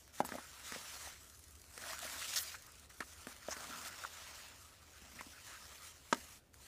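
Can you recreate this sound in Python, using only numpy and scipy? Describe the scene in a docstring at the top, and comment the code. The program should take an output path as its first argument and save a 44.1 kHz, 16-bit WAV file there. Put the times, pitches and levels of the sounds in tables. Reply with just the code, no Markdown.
"""A steel trowel turns damp sand and cement in a plastic bowl, close up in a quiet yard.
Grains rush, crunch and snap along the blade; where it drags on the wall, the bowl adds hollow tones.
The edge knocks, catches and scrapes, and crumbs tick down when the blade tips its load.
A faint low rumble lies behind; both channels carry the same sound."""
import sys
import numpy as np
from scipy import signal
from scipy.fft import rfft, irfft, next_fast_len
from scipy.io import wavfile
from scipy.ndimage import uniform_filter1d, map_coordinates

SR = 44100
rng = np.random.default_rng(int(sys.argv[2]) if len(sys.argv) > 2 else 0)


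def materialize(psi):
    """Save the field psi as 16-bit PCM at rate SR to the path in sys.argv[1].

    A 1-D psi becomes a single channel; in a 2-D psi each row is a channel.
    """
    bounded = np.clip(np.atleast_2d(psi).T, -1, 1)
    quanta = np.round(bounded * 32767).astype(np.int16)
    wavfile.write(sys.argv[1], SR, quanta)


N = 294131
TOP_HZ = 15420
# modes of the steel blade, damped by the mix: pitch_hz, width_hz, level_db
BLADE_MODES = [(4243, 40, -1), (4620, 45, -8), (4730, 50, -6), (4900, 40, -8), (5300, 60, -2),
               (5690, 45, -6), (6680, 50, -6), (7930, 40, -8)]
# tone of a bursting grain: frequency_hz, level_db
CRACK_SPECTRUM = [(100, -71), (400, 0), (1500, 11), (3200, 4), (7000, 5), (11000, 2), (15500, -1)]


def amp(db):
    """Decibels to gain."""
    return 10 ** (np.asarray(db) / 20)


def unit(x):
    """Scale to rms 1."""
    return x / np.sqrt(np.mean(x ** 2) + 1e-20)


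def along(points, hz):
    """Read (frequency_hz, value) points on a log axis."""
    point_hz, values = np.transpose(points)
    return np.interp(np.log(hz + 1), np.log(point_hz), values)


def wobble(rate):
    """A smooth random curve, rate knots a second."""
    knots = rng.standard_normal(int(N * rate / SR) + 4)
    return unit(map_coordinates(knots, [np.arange(N) * rate / SR]))


def filtered(x, response):
    """x through a complex frequency response."""
    size = 2 * next_fast_len(x.shape[-1] // 2 + 4096)
    return irfft(rfft(x, size) * response(np.fft.rfftfreq(size, 1 / SR)), size)[..., :x.shape[-1]]


def coloured(x, spectrum):
    """x through a minimum-phase EQ with this spectrum."""
    def response(hz):
        cepstrum = irfft(np.log(amp(along(spectrum, hz))))
        half = len(cepstrum) // 2
        cepstrum[1:half] *= 2
        cepstrum[half + 1:] = 0
        return np.exp(rfft(cepstrum))
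    return filtered(x, response)


def resonate(x, modes):
    """x through (pitch_hz, width_hz, level_db) resonances; neighbours swing in opposite senses."""
    def response(hz):
        return sum((-1) ** k * amp(db) * 1j * hz * width / (pitch ** 2 - hz ** 2 + 1j * hz * width)
                   for k, (pitch, width, db) in enumerate(modes))
    return filtered(x, response)


def add(track, start_s, sound):
    """Mix a sound into the track."""
    start = max(round(start_s * SR), 0)
    track[start:start + len(sound)] += sound[:max(N - start, 0)]


def grains(per_s, spread_db):
    """Random tiny impacts: many small ones and a few large."""
    size = amp(spread_db * np.minimum(rng.exponential(size=N), 4))
    return unit((rng.random(N) < per_s / SR) * size * rng.choice([-1, 1], N))


def crunch(per_s, spread_db, rush_db):
    """Distinct grains over the even rush of countless finer ones."""
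    return unit(grains(per_s, spread_db) + amp(rush_db) * rng.standard_normal(N))


def effort(attack_s=0.012, release_s=0.024, brake_s=0.038, restart_s=0.0051):
    """Envelopes of sand, fine grit and wall rubbing: travel plus pushes, ducked as the blade rests."""
    # the blade's steady travel round the bowl: time_s, sand_db, fine_db
    travel = [(0, -70, -63.5), (0.1, -68.5, -77), (0.3, -59.5, -63.5), (1.12, -59, -64), (1.38, -67, -62.5),
              (1.68, -65.5, -65.5), (1.87, -49, -56), (2.7, -62.5, -69.5), (2.96, -62.5, -62.5),
              (3.2, -59, -61), (3.45, -56, -68.5), (4.35, -59.5, -89), (4.62, -60, -60.5),
              (4.8, -63.5, -78), (4.92, -61, -70), (5.75, -57, -63), (6.03, -68, -72), (6.17, -60.5, -60),
              (6.54, -74, -71), (6.67, -62.5, -66)]
    # shoves into the heap: start_s, length_s, sand_db, swell_db, fine_over_sand_db, wall_over_sand_db
    pushes = [(0.126, 0.076, -55.5, 11.5, -5, -3.5), (0.24, 0.2, -58.5, -1.5, -5, 3),
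              (0.63, 0.15, -54.5, 0, -19, -3.5), (0.793, 0.292, -58, 3.5, -2, -2),
              (1.732, 0.2, -55, 10, -2.5, 3), (2.007, 0.16, -49.5, -0.5, -2, -0.5),
              (2.17, 0.23, -45.5, 0, -6.5, -10), (2.423, 0.13, -51.5, -5, -8, -10),
              (3.274, 0.042, -59.5, -6, 5, 9.5), (3.483, 0.405, -52.5, 4, -6, 1.5),
              (3.896, 0.17, -55, -1, -20, 0), (5.153, 0.18, -63, -2, -3, -0.5),
              (5.437, 0.11, -56, -2, -12, -5), (5.821, 0.084, -55, -1, -6, -27)]
    # the blade comes to rest: start_s, end_s, duck_db
    stalls = [(0.214, 0.247, -12), (2.85, 2.897, -9.5), (6.377, 6.536, -15)]
    t = np.arange(N) / SR
    time_s, sand_db, fine_db = np.transpose(travel)
    sand, fine = amp(np.interp(t, time_s, sand_db)), amp(np.interp(t, time_s, fine_db))
    wall = sand * amp(-2)
    power = np.array([sand, fine, wall]) ** 2
    for start, length, db, swell_db, fine_over_db, wall_over_db in pushes:
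        age = t - start
        press = np.clip(np.minimum(age / attack_s, 1 + (length - age) / release_s), 0, 1)
        push = press * amp(db + swell_db * (np.clip(age / length, 0, 1) - 0.5))
        power += np.outer(amp([0, fine_over_db, wall_over_db]), push) ** 2
    duck_db = sum(db * np.clip(np.minimum((t - start) / brake_s, (end - t) / restart_s), 0, 1)
                  for start, end, db in stalls)
    return np.sqrt(power) * amp(duck_db)


def stirring(sand_gain, fine_gain, wall_gain):
    """The mix gives way in clumps; each clump sheds grains on the blade and tugs at the bowl."""
    # how much the blade crushes rather than slides: time_s, grains_over_rush_db
    coarseness = [(.4, -2), (.8, -8), (1.1, -7), (1.3, 1), (1.95, 1), (2.4, -5), (2.9, 0), (3.9, -1),
                  (4.15, -10), (4.45, -9), (4.6, 0), (5.8, -3), (6.2, -8)]
    # tones of sliding sand and of fine grit: frequency_hz, level_db
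    sand_spectrum = [(300, -35), (900, -20.5), (1600, -4), (2400, 2.5), (3100, 2), (4500, 1.5), (6800, 1),
                     (9000, -3.5), (12000, -9), (15500, -7.5)]
    fine_spectrum = [(2500, -18), (6000, 2), (9000, 0.5), (11500, -3), (15500, -8.5)]
    # the wall's hollow tones under the rubbing edge: pitch_hz, width_hz, level_db
    wall_modes = [(253, 57, -10.5), (599, 156, -6), (770, 110, -4), (917, 170, -4), (1297, 203, -2.5),
                  (1564, 138, -2), (1894, 390, -4.5)]
    coarse_db = np.interp(np.arange(N) / SR, *np.transpose(coarseness))
    clumps, slips = wobble(70), wobble(420)
    flow = unit(amp(0.82 * clumps + 0.5 * slips))
    sliding = flow * crunch(per_s=1500, spread_db=4.5, rush_db=-coarse_db)
    sand = unit(coloured(sliding, sand_spectrum)) + amp(-28) * unit(resonate(sliding, BLADE_MODES))
    sifting = flow * crunch(per_s=3000, spread_db=-2, rush_db=-7 - coarse_db)
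    fine = unit(coloured(sifting, fine_spectrum))
    tug = amp(clumps + 0.51 * slips)
    rubbing = tug * crunch(per_s=700, spread_db=2.5, rush_db=-coarse_db)
    wall = unit(resonate(rubbing, wall_modes))
    return sand_gain * sand + fine_gain * fine + amp(-3.5) * wall_gain * wall + ploughing(tug)


def crumbs(sand_gain, typical_db=-73, follow=0.32):
    """Loose crumbs tumble off the blade and patter, a little louder when more sand moves."""
    patter = unit(coloured(grains(per_s=120, spread_db=1), CRACK_SPECTRUM))
    return amp(typical_db) * (sand_gain / np.median(sand_gain)) ** follow * patter


def shifting(x, depth_db=2):
    """As the blade turns and the heap changes shape, patches of the spectrum swell and fade."""
    spectra = signal.stft(x, nperseg=512)[2]
    patches = uniform_filter1d(rng.standard_normal(spectra.shape), size=6, axis=0)
    patches = uniform_filter1d(patches, size=9, axis=1)
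    gain = unit(amp(depth_db * unit(patches)))
    return signal.istft(spectra * gain, nperseg=512)[1][:N]


def reflections(x, predelay_s=0.005):
    """Nearby walls answer with a short tail, longest in the lows."""
    # decay of the yard: frequency_hz, t60_s
    decay = [(200, 0.3), (1500, 0.084), (10000, 0.095)]
    hz, t, spectra = signal.stft(rng.standard_normal(SR // 3), SR, nperseg=256)
    tail = signal.istft(spectra * amp(-60 * t / along(decay, hz)[:, None]), SR, nperseg=256)[1]
    tail = np.r_[np.zeros(round(predelay_s * SR)), tail]
    return signal.fftconvolve(x, tail / np.linalg.norm(tail))[:N]


def yard():
    """A steady bed of distant rumble with a little hiss."""
    # tone of the yard's air: frequency_hz, level_db
    air_spectrum = [(20, -25.5), (35, -11), (50, -10.5), (72, 3), (100, -7), (150, -14.5), (300, -17),
                    (600, -20), (1200, -31), (2600, -31.5), (7000, -39.5), (15500, -43)]
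    return amp(-65.5) * unit(coloured(rng.standard_normal(N), air_spectrum))


def catches(wall_gain, per_s=12, length_s=0.06, centre_hz=1360, scatter=0.1, width_hz=220):
    """Cues for light scrapes: the edge catches by chance, as strongly as it rubs the wall just then."""
    slots = np.arange(int(per_s * N / SR))
    chance = rng.random((len(slots), 2))
    times = (slots + chance[:, 0]) / per_s
    pitches = centre_hz * np.exp(scatter * (2 * chance[:, 1] - 1))
    return [(start, length_s, 20 * np.log10(wall_gain[int(start * SR)]) - 8.5, hz, width_hz)
            for start, hz in zip(times, pitches)]


def scrapes(wall_gain, fade_s=0.002):
    """Brief stick-slip bursts, each in the band that the edge's angle picks; the blade sings along."""
    # the edge judders along the wall: start_s, length_s, level_db, centre_hz, nominal_width_hz
    cues = [(0.252, 0.01, -49, 8100, 500), (0.247, 0.023, -49.5, 12000, 7000),
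            (0.732, 0.0235, -49, 1660, 1200), (1.857, 0.052, -56.5, 653, 70),
            (2.021, 0.025, -53.5, 695, 90), (2.073, 0.0089, -47, 1920, 400),
            (2.213, 0.019, -48, 1800, 1400), (2.329, 0.015, -45.5, 2400, 2200),
            (2.358, 0.033, -34, 5160, 4170), (2.359, 0.034, -45, 1800, 696),
            (2.361, 0.075, -44.5, 11600, 8100), (2.541, 0.016, -48.5, 1460, 900),
            (2.899, 0.016, -62, 1750, 500), (3.002, 0.031, -48.5, 1490, 800),
            (3.506, 0.029, -44, 6030, 1610), (3.509, 0.024, -48.5, 1180, 1000),
            (3.562, 0.1, -58, 1400, 280), (3.707, 0.058, -54, 1360, 450), (3.871, 0.015, -48, 5600, 8950),
            (5.186, 0.031, -51, 2050, 600), (5.495, 0.085, -61, 1500, 400), (5.778, 0.069, -65, 1290, 160)]
    out = np.zeros(N)
    judder = rng.standard_normal(N) * amp(1.1 * wobble(600))
    for start, length, db, centre_hz, width_hz in cues + catches(wall_gain):
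        t = np.arange(int((length + 0.03) * SR)) / SR
        press = np.clip(np.minimum(t, length - t) / fade_s, 0, 1)
        slipping = press * judder.take(round(start * SR) + np.arange(len(t)), mode="wrap")
        band = [(centre_hz, 1.4 * width_hz, 0)]  # set wide, as two passes narrow it
        rasp = resonate(resonate(slipping, band), band)
        rasp = rasp + amp(2) * resonate(rasp, BLADE_MODES)
        add(out, start, amp(db) * rasp * np.linalg.norm(press) / np.linalg.norm(rasp))
    return out


def crack(t60_s):
    """A grain bursts in a bright puff of noise."""
    t = np.arange(SR // 5) / SR
    puff = coloured(rng.standard_normal(len(t)) * amp(-60 * t / t60_s), CRACK_SPECTRUM)
    return puff / np.sqrt(np.sum(puff ** 2) / (t60_s * SR)) / 10


def snaps():
    """Single coarse grains click between steel and plastic."""
    # grains snapping under the blade: start_s, level_db
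    cues = [(0.0782, -42), (1.641, -42), (1.991, -28.5), (2.217, -33), (2.381, -40), (2.9006, -43),
            (3.365, -38), (3.981, -41), (6.542, -40)]
    out = np.zeros(N)
    for start, db in cues:
        add(out, start, amp(db) * crack(t60_s=0.0092))
    return out


def knocks(t60_cycles=15.2, attack_s=0.00027, rebound_s=0.0032, rebound_pitch=0.782):
    """A blow slaps the wall, rings the bowl and crushes grit; the springy blade lands again, softer."""
    # blade hits, levels ahead of the mix trims below:
    # start_s, slap_db, pitch_hz, ring_db, hardness_hz, grit_db, rebound_db
    hits = [(0.204, -13.5, 805, -16.5, 670, -31, -14.5), (0.2489, -31, 925, -34, 450, -33, -11),
            (0.2901, -39, 905, -36, 900, -35, -12), (0.3208, -26.5, 1640, -28, 800, -50, -11),
            (0.384, -33, 1070, -35.5, 500, -47, -3), (0.722, -30, 1700, -31, 700, -29, -17),
            (0.761, -39, 520, -36, 400, -51, -22), (1.073, -36.5, 774, -67, 1200, -43, -15),
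            (1.7775, -44, 493, -48, 600, -31, -12), (1.839, -32, 1650, -50, 1500, -46, -15),
            (1.932, -31, 1190, -45, 1500, -50, -10), (2.051, -37, 620, -44, 700, -38, -16),
            (3.0054, -23.5, 1820, -29.5, 800, -29, -7.5), (3.270, -37, 1440, -30.5, 400, -34.5, -9),
            (3.4852, -28, 620, -27.5, 1700, -48, -20), (3.5667, -33, 1890, -35.5, 800, -40, -4),
            (4.0382, -27, 1390, -51, 2000, -37, -17), (4.0495, -22.5, 1350, -51, 2000, -51, -12),
            (5.210, -33, 1030, -38, 600, -36, -27), (5.265, -48, 282, -53, 280, -60, -9),
            (6.1268, -23, 1370, -8.5, 1340, -17, -1.5), (6.146, -53, 1500, -37, 1200, -31, -10)]
    # modes of the plastic bowl: pitch_hz, width_hz, level_db
    bowl_modes = [(185, 64, -32), (252, 60, -4), (344, 48, -7.5), (458, 110, -6), (594, 93, -3),
                  (698, 95, -6), (945, 90, 0), (1270, 170, 2.5), (1554, 130, 2), (2070, 68, -4),
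                  (2340, 65, -0.5), (2700, 36, -24), (2984, 44, 4), (3470, 130, 3.5)]
    out, t = np.zeros(N), np.arange(SR // 5) / SR
    mode_hz, width_hz, mode_db = np.transpose(bowl_modes)
    modes = np.sin(2 * np.pi * mode_hz[:, None] * t) * np.exp(-np.pi * width_hz[:, None] * t)
    onset = 1 - np.exp(-t / attack_s)
    usual_grit_db = np.median(hits, axis=0)[5]
    for start, slap_db, pitch_hz, ring_db, hardness_hz, grit_db, rebound_db in hits:
        # a heavier blow crushes coarser, duller grit
        cutoff_hz = min(15000 * amp(0.3 * (usual_grit_db - grit_db)), TOP_HZ)
        muffle = signal.butter(3, cutoff_hz, fs=SR, output="sos")
        # on the rebound the bowl, already pressed, hardly rings again
        contacts = [(0, 1, 1, 1), (rebound_s, amp(rebound_db), rebound_pitch, amp(-8.5))]
        for delay, gain, pitch_ratio, ring_gain in contacts:
            cycles = pitch_ratio * pitch_hz * t
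            slap = np.sin(2 * np.pi * cycles) * amp(-60 * cycles / t60_cycles)
            # the mix cushions the high modes; each spot weights the modes anew
            cushion = 1 + (mode_hz / (pitch_ratio * hardness_hz)) ** 2
            weights = amp(mode_db + 2.2 * rng.standard_normal(len(mode_hz))) * width_hz / cushion
            ring = ring_gain * weights @ modes / np.linalg.norm(weights)
            plastic = (amp(slap_db - 3) * slap + amp(ring_db - 4.5) * ring) * onset
            grit = amp(grit_db + 1) * signal.sosfilt(muffle, crack(t60_s=0.014))
            add(out, start + delay, gain * (plastic + grit))
    # long waves slip round the open bowl instead of radiating
    return signal.sosfilt(signal.butter(3, 168, "highpass", fs=SR, output="sos"), out)


def ploughing(tug, fade_s=0.0037):
    """The blade digs down and the tugging clumps make the bowl's bottom rumble."""
    # deep strokes: start_s, end_s, level_db
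    strokes = [(0.227, 0.254, -51.5), (0.317, 0.363, -50), (1.79, 2.12, -71.5), (3.286, 3.31, -75),
               (3.6, 3.797, -60.5), (3.83, 3.941, -63), (5.016, 5.228, -66)]
    # tone of the bowl's bottom: frequency_hz, level_db
    bottom_spectrum = [(90, -43), (170, 0), (255, 3), (330, -7.5), (450, -10.5), (620, -2), (800, -4.5),
                       (1200, -28.5)]
    t = np.arange(N) / SR
    depth = sum(amp(db) * np.clip(np.minimum(t - start, end - t) / fade_s, 0, 1)
                for start, end, db in strokes)
    return depth * unit(coloured(tug * crunch(per_s=180, spread_db=1, rush_db=-9), bottom_spectrum))


def spills(drops_per_s=24, centre_hz=8100, pitch_scatter=0.26):
    """Crumbs drop off the tipped blade and tick unevenly, each with the pitch of its size."""
    # the blade tips its load: start_s, end_s, typical_peak_db
    tips = [(1.28, 1.62, -46.5), (2.571, 2.8, -47), (4.555, 4.84, -60)]
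    out = np.zeros(N)
    for start, end, db in tips:
        for slot_s in np.arange(start, end, 1 / drops_per_s):
            hz = centre_hz * np.exp(pitch_scatter * rng.standard_normal())
            tick = resonate(crack(t60_s=0.019), [(hz, hz, 0)])
            landing_s = slot_s + rng.random() / drops_per_s
            add(out, landing_s, amp(db + rng.standard_normal()) * tick / np.abs(tick).max())
    return out


def scene():
    """Trowel and bowl in the yard, heard alike on both sides."""
    sand_gain, fine_gain, wall_gain = effort()
    texture = shifting(stirring(sand_gain, fine_gain, wall_gain) + crumbs(sand_gain))
    trowel = texture + knocks() + snaps() + scrapes(wall_gain) + spills()
    mono = trowel + amp(-19) * reflections(trowel) + yard()
    return np.array([mono, mono])


def record(dry):
    """A brick-wall low-pass takes off the very top."""
    return filtered(dry, lambda hz: hz < TOP_HZ)


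dry = scene()
out = record(dry)
materialize(out)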